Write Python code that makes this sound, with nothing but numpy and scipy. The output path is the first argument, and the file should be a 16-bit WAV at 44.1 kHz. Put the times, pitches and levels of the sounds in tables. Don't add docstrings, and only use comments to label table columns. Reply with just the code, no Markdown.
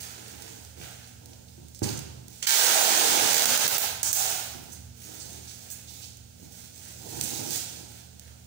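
import sys
import numpy as np
from scipy import signal
from scipy.fft import rfft, irfft, next_fast_len
from scipy.io import wavfile
from scipy.ndimage import uniform_filter1d, map_coordinates

SR = 44100
rng = np.random.default_rng(int(sys.argv[2]) if len(sys.argv) > 2 else 0)


def dump(signal):
    limited = np.clip(np.atleast_2d(signal).T, -1, 1)
    pcm = np.round(limited * 32767).astype(np.int16)
    wavfile.write(sys.argv[1], SR, pcm)


N = 373086
TIME = np.arange(N) / SR

# frequency in Hz, level in dB.
FILM_SPECTRUM = [(800, -58), (2000, -8.5), (3500, -2.5), (6500, 0.5), (10000, 1), (16000, 0.5)]


def tape(slips_per_s=1300, half_rate_m=0.19, wave_m_per_s=108, sizzle_hz=10000):
    # frequency in Hz, level in dB.
    glue_spectrum = [(100, 1.5), (300, 6.5), (700, 3.5), (1500, 2.5), (2500, 1.5), (4000, 1), (7000, 1),
                     (11000, 1), (16000, 1)]
    # time in seconds, level in dB.
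    jerks = [(2.851, -7), (3.331, -3), (3.343, 0), (3.366, -6), (3.379, -3), (3.394, -6), (3.412, -21),
             (3.421, -6), (3.4555, 3), (3.458, -6.5), (3.575, -6.5), (3.678, -9), (3.781, -12),
             (4.0305, -7), (4.05, -19), (4.129, -2.5)]
    pull_db, strip_m, _ = pulling(TIME)
    slip_rate = slips_per_s / (1 + (strip_m / half_rate_m) ** 2)
    scatter = np.exp(0.3 * wobble(300) + 0.2 * wobble(12))
    count = np.floor(np.cumsum(slip_rate * scatter) / SR)
    slips = np.diff(count, prepend=0) * amp(5.3 * np.clip(rng.standard_normal(N), -2, 2))
    tearing = signal.lfilter([1], [1, -np.exp(-1 / (0.00055 * SR))], slips) * rng.standard_normal(N)
    fizz = grains(rate=8000, spread_db=4.0)
    peel = coloured(unit(tearing) + fizz, glue_spectrum) * amp(pull_db + 1.14 * wobble(70))
    hz, t, spectra = signal.stft(peel + snaps(jerks, decay_s=0.031), SR, nperseg=512, noverlap=384)
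    _, strip_m, sizzle_db = pulling(t)
    order = hz[:, None] * 2 * strip_m / wave_m_per_s
    radiated = order ** 3 / np.sqrt(order ** 6 + 3)
    modes_db = 4.5 * np.cos(2 * np.pi * order) * np.exp(-order / 4)
    strip = radiated * amp(modes_db) + 0.23
    treble = hz[:, None] ** 8 / (hz[:, None] ** 8 + sizzle_hz ** 8)
    return signal.istft(spectra * strip * amp(treble * sizzle_db), SR, nperseg=512, noverlap=384)[1][:N]


def pulling(t, grab_s=0.0057, sag_db_per_s=9.5):
    # start in seconds, steady time in seconds, level in dB, fade in dB per
    # second, starting strip length in metres, hand speed in metres per second, sizzle in dB.
    pulls = np.array([(2.422, 0.0043, -30.5, 508, 0.048, 0.071, -9), (2.465, .87, -6, 80, .048, .37, 0.5),
                      (3.81, .05, -37.5, 232, 0.35, 0.017, -2), (4.03, .012, -21.5, 327, .008, .01, -8.5),
                      (4.145, 0.17, -31.5, 85, .065, .5, 3)])
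    latest = np.maximum(np.searchsorted(pulls[:, 0], t, "right") - 1, 0)
    start, steady, db, fade, strip_m, speed, sizzle_db = pulls[latest].T
    age = np.maximum(t - start, 0)
    faded_db = fade * np.maximum(age - steady, 0)
    grab_db = 20 * np.log10(np.clip(age / grab_s, 1e-6, 1))
    level_db = db + grab_db - sag_db_per_s * age - faded_db
    length_m = strip_m + speed * np.minimum(age, steady)
    return level_db, length_m, sizzle_db + 0.26 * np.minimum(faded_db, 40)


def roll(peel, centre_hz=750, width_hz=380):
    # start in seconds, length in seconds, level against the peel in dB.
    rasps = [(2.736, 0.12, -3), (4.153, 0.027, 5.5)]
    share = sum(amp(db) * gesture(s, 0.0083, length, fade_db_per_s=137) for s, length, db in rasps)
    core = lambda hz: (1j * hz * width_hz / (centre_hz ** 2 - hz ** 2 + 1j * hz * width_hz)) ** 2
    return filtered(peel * share, core)


def rubbing(rise_share=0.19, hand_rumble_db=-15):
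    # start in seconds, length in seconds, level in dB,
    # card scrape against film hiss in dB.
    strokes = [(0.04, 0.44, -49.5, -5), (0.38, 0.28, -50.5, -11), (0.83, 0.25, -54, -6),
               (1.276, 0.035, -55.5, -7), (1.47, 0.063, -61, -12), (2.282, 0.14, -50.5, -14.5),
               (4.569, 0.19, -53.5, -9), (4.936, 0.44, -46, -11), (5.378, 0.43, -48, -11),
               (5.861, .17, -45, -15.5), (6.377, 0.077, -52, -13), (6.494, 0.15, -48.5, -12),
               (6.692, 0.39, -47, -12), (7.587, 0.22, -47, -12), (7.866, 0.13, -51, -8.5),
               (8.204, 0.082, -58, -3.5)]
    # start, rise and length in seconds, level in dB, card scrape against film hiss in dB.
    skids = [(0.0, 0.001, 0.0051, -36, -4), (0.754, 0.057, 0.093, -45.5, -1.5),
             (1.817, 0.014, 0.074, -37, -8), (6.99, 0.27, 0.57, -36, -14.5), (7.49, 0.019, 0.06, -35, -16)]
    # start in seconds, length in seconds, level in dB.
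    flexes = [(0.105, 0.49, -56), (0.747, 0.078, -49.5), (1.2, 0.13, -55.5), (1.92, 0.38, -59.5),
              (4.522, 0.16, -53), (5.037, 0.31, -52), (6.387, 0.027, -57), (6.964, 0.14, -46.5),
              (7.105, 0.43, -44.5), (7.72, 0.074, -52.5)]
    # frequency in Hz, level in dB.
    card_spectrum = [(200, -2.5), (500, 0.5), (900, -1.5), (1500, 2.5), (3000, -0.5), (6000, -12),
                     (16000, -35)]
    panel_spectrum = [(50, -23), (100, 0), (180, 1), (330, 1), (550, -10.5), (1000, -12.5), (3000, -87)]
    hands = [(amp(db) * gesture(s, rise_share * length, length, fade_db_per_s=200, sag_db_per_s=4), card)
             for s, length, db, card in strokes]
    floor = [(amp(db) * gesture(s, rise, length, fade_db_per_s=189), card)
             for s, rise, length, db, card in skids]
    flexing = sum(amp(db) * gesture(s, 0.013, length, fade_db_per_s=180) for s, length, db in flexes)
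    pressing = amp(hand_rumble_db) * sum(gain for gain, _ in hands)
    film_gain = np.sqrt(sum(gain ** 2 for gain, _ in hands + floor))
    card_gain = np.sqrt(sum((gain * amp(card)) ** 2 for gain, card in hands + floor))
    grip = amp(1.22 * wobble(25))
    hiss = film_gain * coloured(grains(rate=3000, spread_db=0), FILM_SPECTRUM)
    scrape = card_gain * coloured(grains(rate=2500, spread_db=9.5), card_spectrum)
    rumble = np.hypot(flexing, pressing) * coloured(grains(rate=600, spread_db=4.0), panel_spectrum)
    return grip * (hiss + scrape) + rumble


def thumps(attack_s=0.001):
    # time in seconds, level in dB.
    blows = [(0.801, -43), (1.579, -41), (1.819, -19.5), (1.829, -23), (3.455, -30), (4.551, -41),
             (4.79, -53), (6.429, -44), (7.131, -38), (7.17, -36), (7.466, -36.5)]
    # frequency in Hz, level in dB, time to fall 60 dB in seconds.
    modes = [(96.5, -27, 0.22), (147.4, -2.5, 0.21), (190, -2, 0.072), (247.2, 4.5, 0.061), (328, 5, 0.041),
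             (496, -7, 0.028), (730, 13, 0.0036)]
    track, t = np.zeros(N), np.arange(SR // 2) / SR
    for s, db in blows:
        ring = sum(amp(db + mode_db + rng.normal(0, 1) - 60 * t / t60) * np.sin(2 * np.pi * hz * t)
                   for hz, mode_db, t60 in modes)
        add(track, s, ring * (1 - np.exp(-t / attack_s)))
    return track


def cracks():
    # time in seconds, level in dB.
    ticks = [(0.2806, -37), (0.4219, -33.5), (0.6493, -38), (1.258, -37), (1.6841, -43), (1.747, -36.5),
             (1.791, -35), (1.833, -32), (1.991, -28), (2.2817, -35.5), (5.7018, -30), (6.1703, -42),
             (7.211, -17.5), (7.5302, -26), (8.1952, -35.5)]
    return filtered(snaps(ticks, decay_s=0.018), lambda hz: amp(along(FILM_SPECTRUM, hz)))


def crumples(half_width_octaves=0.78):
    # start in seconds, level in dB, time to the crest in seconds, centre in Hz.
    presses = [(1.041, -51.5, 0.0021, 3170), (1.33, -50, 0.0024, 4000), (1.483, -54, 0.0021, 4000),
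               (1.746, -52, 0.013, 7000), (1.831, -31, 0.0051, 6000), (1.888, -33, .0015, 3830),
               (1.972, -37.5, 0.0026, 7300), (4.715, -45, 0.015, 8900), (5.191, -46.5, 0.024, 6600),
               (5.47, -47.5, 0.021, 5130), (5.703, -37, 0.013, 10700), (5.871, -50, 0.018, 4500),
               (6.02, -48.5, 0.018, 4200), (7.234, -30, 0.0049, 9450)]
    track, t = np.zeros(N), np.arange(SR // 4) / SR
    for s, db, crest, centre_hz in presses:
        crackles = rng.standard_normal(len(t)) * amp(2.7 * rng.standard_normal(len(t)))
        band = lambda hz: 1 / (1 + (np.log2((hz + 1) / centre_hz) / half_width_octaves) ** 4)
        flurry = unit(filtered(crackles, band))
        add(track, s, amp(db) * flurry * t / crest * np.exp(1 - t / crest))
    return track


def direct(x, left_db=-5, lag_s=0.0004884):
    return np.array([amp(left_db) * x, delayed(x, lag_s)])


def room(x, tail_count=14, block=4410):
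    # frequency in Hz, time to fall 60 dB in seconds.
    decay_times = [(80, 0.9), (300, 0.75), (1000, 0.97), (4000, 0.9), (8000, 0.67), (16000, 0.46)]
    noise = diffuse(tail_count * SR).reshape(2, tail_count, SR)
    hz, t, spectra = signal.stft(noise, SR, nperseg=512)
    tails = signal.istft(spectra * amp(-60 * t / along(decay_times, hz)[:, None]), SR, nperseg=512)[1]
    tails = tails / np.linalg.norm(tails[0, 0])
    wet = np.zeros((2, N))
    for k, first in enumerate(range(0, N, block)):
        for side in (0, 1):
            echoes = signal.fftconvolve(x[first:first + block], tails[side, k % tail_count])
            add(wet[side], first / SR, echoes)
    return wet


def background():
    # frequency in Hz, level in dB.
    partials = [(77, -55), (96, -61), (119, -55.5), (177, -63.5), (237, -65.5)]
    # frequency in Hz, level in dB.
    air_spectrum = [(20, -5), (45, -7), (62, -6), (78, 0), (100, -12.5), (135, -11), (170, -11), (260, -13),
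                    (450, -20), (1000, -33), (4000, -29.5), (16000, -29.5)]
    swell = 1 + amp(-1.5) * gesture(4.74, rise=0.048, length=0.16, fade_db_per_s=300)
    hum = sum(amp(db + 2.45 * wobble(5.5)) * np.sqrt(2) * np.sin(2 * np.pi * hz * TIME + 1.03 * wobble(7))
              for hz, db in partials)
    return swell * hum + amp(-52) * coloured(diffuse(N), air_spectrum)


def diffuse(size, lag_s=0.00135):
    # frequency in Hz, correlation from 0 to 1.
    coherence = [(200, 0.81), (330, 0.9), (600, 0.21), (1200, 0.62), (2500, 0)]
    angle = lambda hz: np.arccos(np.clip(along(coherence, hz), -1, 1)) / 2
    shares = lambda hz: np.array([np.cos(angle(hz)), np.sin(angle(hz))])
    mid, side = filtered(rng.standard_normal((2, size)), shares)
    return np.array([mid + side, delayed(mid - side, lag_s)])


def gesture(start, rise, length, fade_db_per_s, sag_db_per_s=0):
    gain, t = np.zeros(N), TIME[:2 * SR]
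    attack = np.minimum(t / max(rise, 1 / SR), 1)
    add(gain, max(start, 0), attack * amp(-sag_db_per_s * t - fade_db_per_s * np.maximum(t - length, 0)))
    return gain


def grains(rate, spread_db):
    slips = (rng.random(N) < rate / SR) * rng.standard_normal(N)
    return unit(slips * amp(spread_db * np.clip(rng.standard_normal(N), -2, 2)))


def snaps(rows, decay_s):
    track, t = np.zeros(N), np.arange(1024) / SR
    for s, db in rows:
        burst = amp(-60 * t / decay_s) * rng.standard_normal(len(t))
        flat = irfft(np.exp(1j * np.angle(rfft(burst))))
        add(track, s, amp(db) * np.linalg.norm(burst) * flat * amp(-20 * t / decay_s))
    return track


def wobble(rate):
    return map_coordinates(rng.standard_normal(int(N * rate / SR) + 4), [TIME * rate])


def amp(db):
    return 10 ** (np.asarray(db) / 20)


def unit(x):
    return x / np.sqrt(np.mean(x ** 2) + 1e-20)


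def along(points, hz):
    knots_hz, values = np.transpose(points)
    return np.interp(np.log(hz + 1), np.log(knots_hz), values)


def filtered(x, response):
    size = x.shape[-1]
    padded = next_fast_len(size + 8192)
    return irfft(rfft(x, padded) * response(np.fft.rfftfreq(padded, 1 / SR)), padded)[..., :size]


def delayed(x, lag_s):
    return filtered(x, lambda hz: np.exp(-2j * np.pi * hz * lag_s))


def coloured(x, spectrum):
    return unit(filtered(x, lambda hz: amp(along(spectrum, hz))))


def add(track, s, sound):
    part = track[int(s * SR):][:len(sound)]
    part += sound[:len(part)]


def scene():
    peel = tape()
    hidden = peel + roll(peel) + rubbing() + thumps()
    ticks = cracks() + crumples()
    return room(amp(-1) * hidden + amp(-5.5) * ticks) + direct(amp(-3) * hidden + ticks) + background()


def limiter(x, threshold_db=-19, slope=0.82, release_db_per_s=190, window_s=0.018, smooth_s=0.005):
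    power = np.abs(uniform_filter1d(x[1] ** 2, int(window_s * SR)))
    cut_db = slope * np.maximum(10 * np.log10(power + 1e-12) - threshold_db, 0)
    held_db = np.maximum.accumulate(cut_db + release_db_per_s * TIME) - release_db_per_s * TIME
    return x * amp(-uniform_filter1d(held_db, int(smooth_s * SR)))


def record(dry, low_cut_hz=58, top_hz=15650):
    # frequency in Hz, gain in dB.
    response = [(200, 0), (380, 2), (460, 5), (560, 3.5), (820, 6.5), (1130, -2.5), (1550, 2), (2000, 0.5),
                (3400, 4.5), (5600, 7), (6650, 9.5), (7400, 7), (8800, 6.5), (10500, 0.5), (13900, -1),
                (15000, 8.5)]
    # frequency in Hz, further gain in dB.
    left_shade = [(60, -15), (92, -1.5), (140, -3.5), (210, -2.5), (330, -6), (500, -8), (770, -9.5),
                  (1170, 2.5), (1790, -2), (2740, -2.5), (4190, -7), (6410, -8), (9810, -11.5),
                  (15000, -32)]
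    bass_cut = lambda hz: signal.freqs(*signal.butter(4, low_cut_hz, "high", analog=True), hz)[1]
    colour = lambda hz: amp(along(response, hz) + np.outer([1, 0], along(left_shade, hz)))
    heard = filtered(dry, lambda hz: bass_cut(hz) * colour(hz))
    return filtered(limiter(heard), lambda hz: 1 / np.sqrt(1 + (hz / top_hz) ** 300))


dry = scene()
out = record(dry)
dump(out)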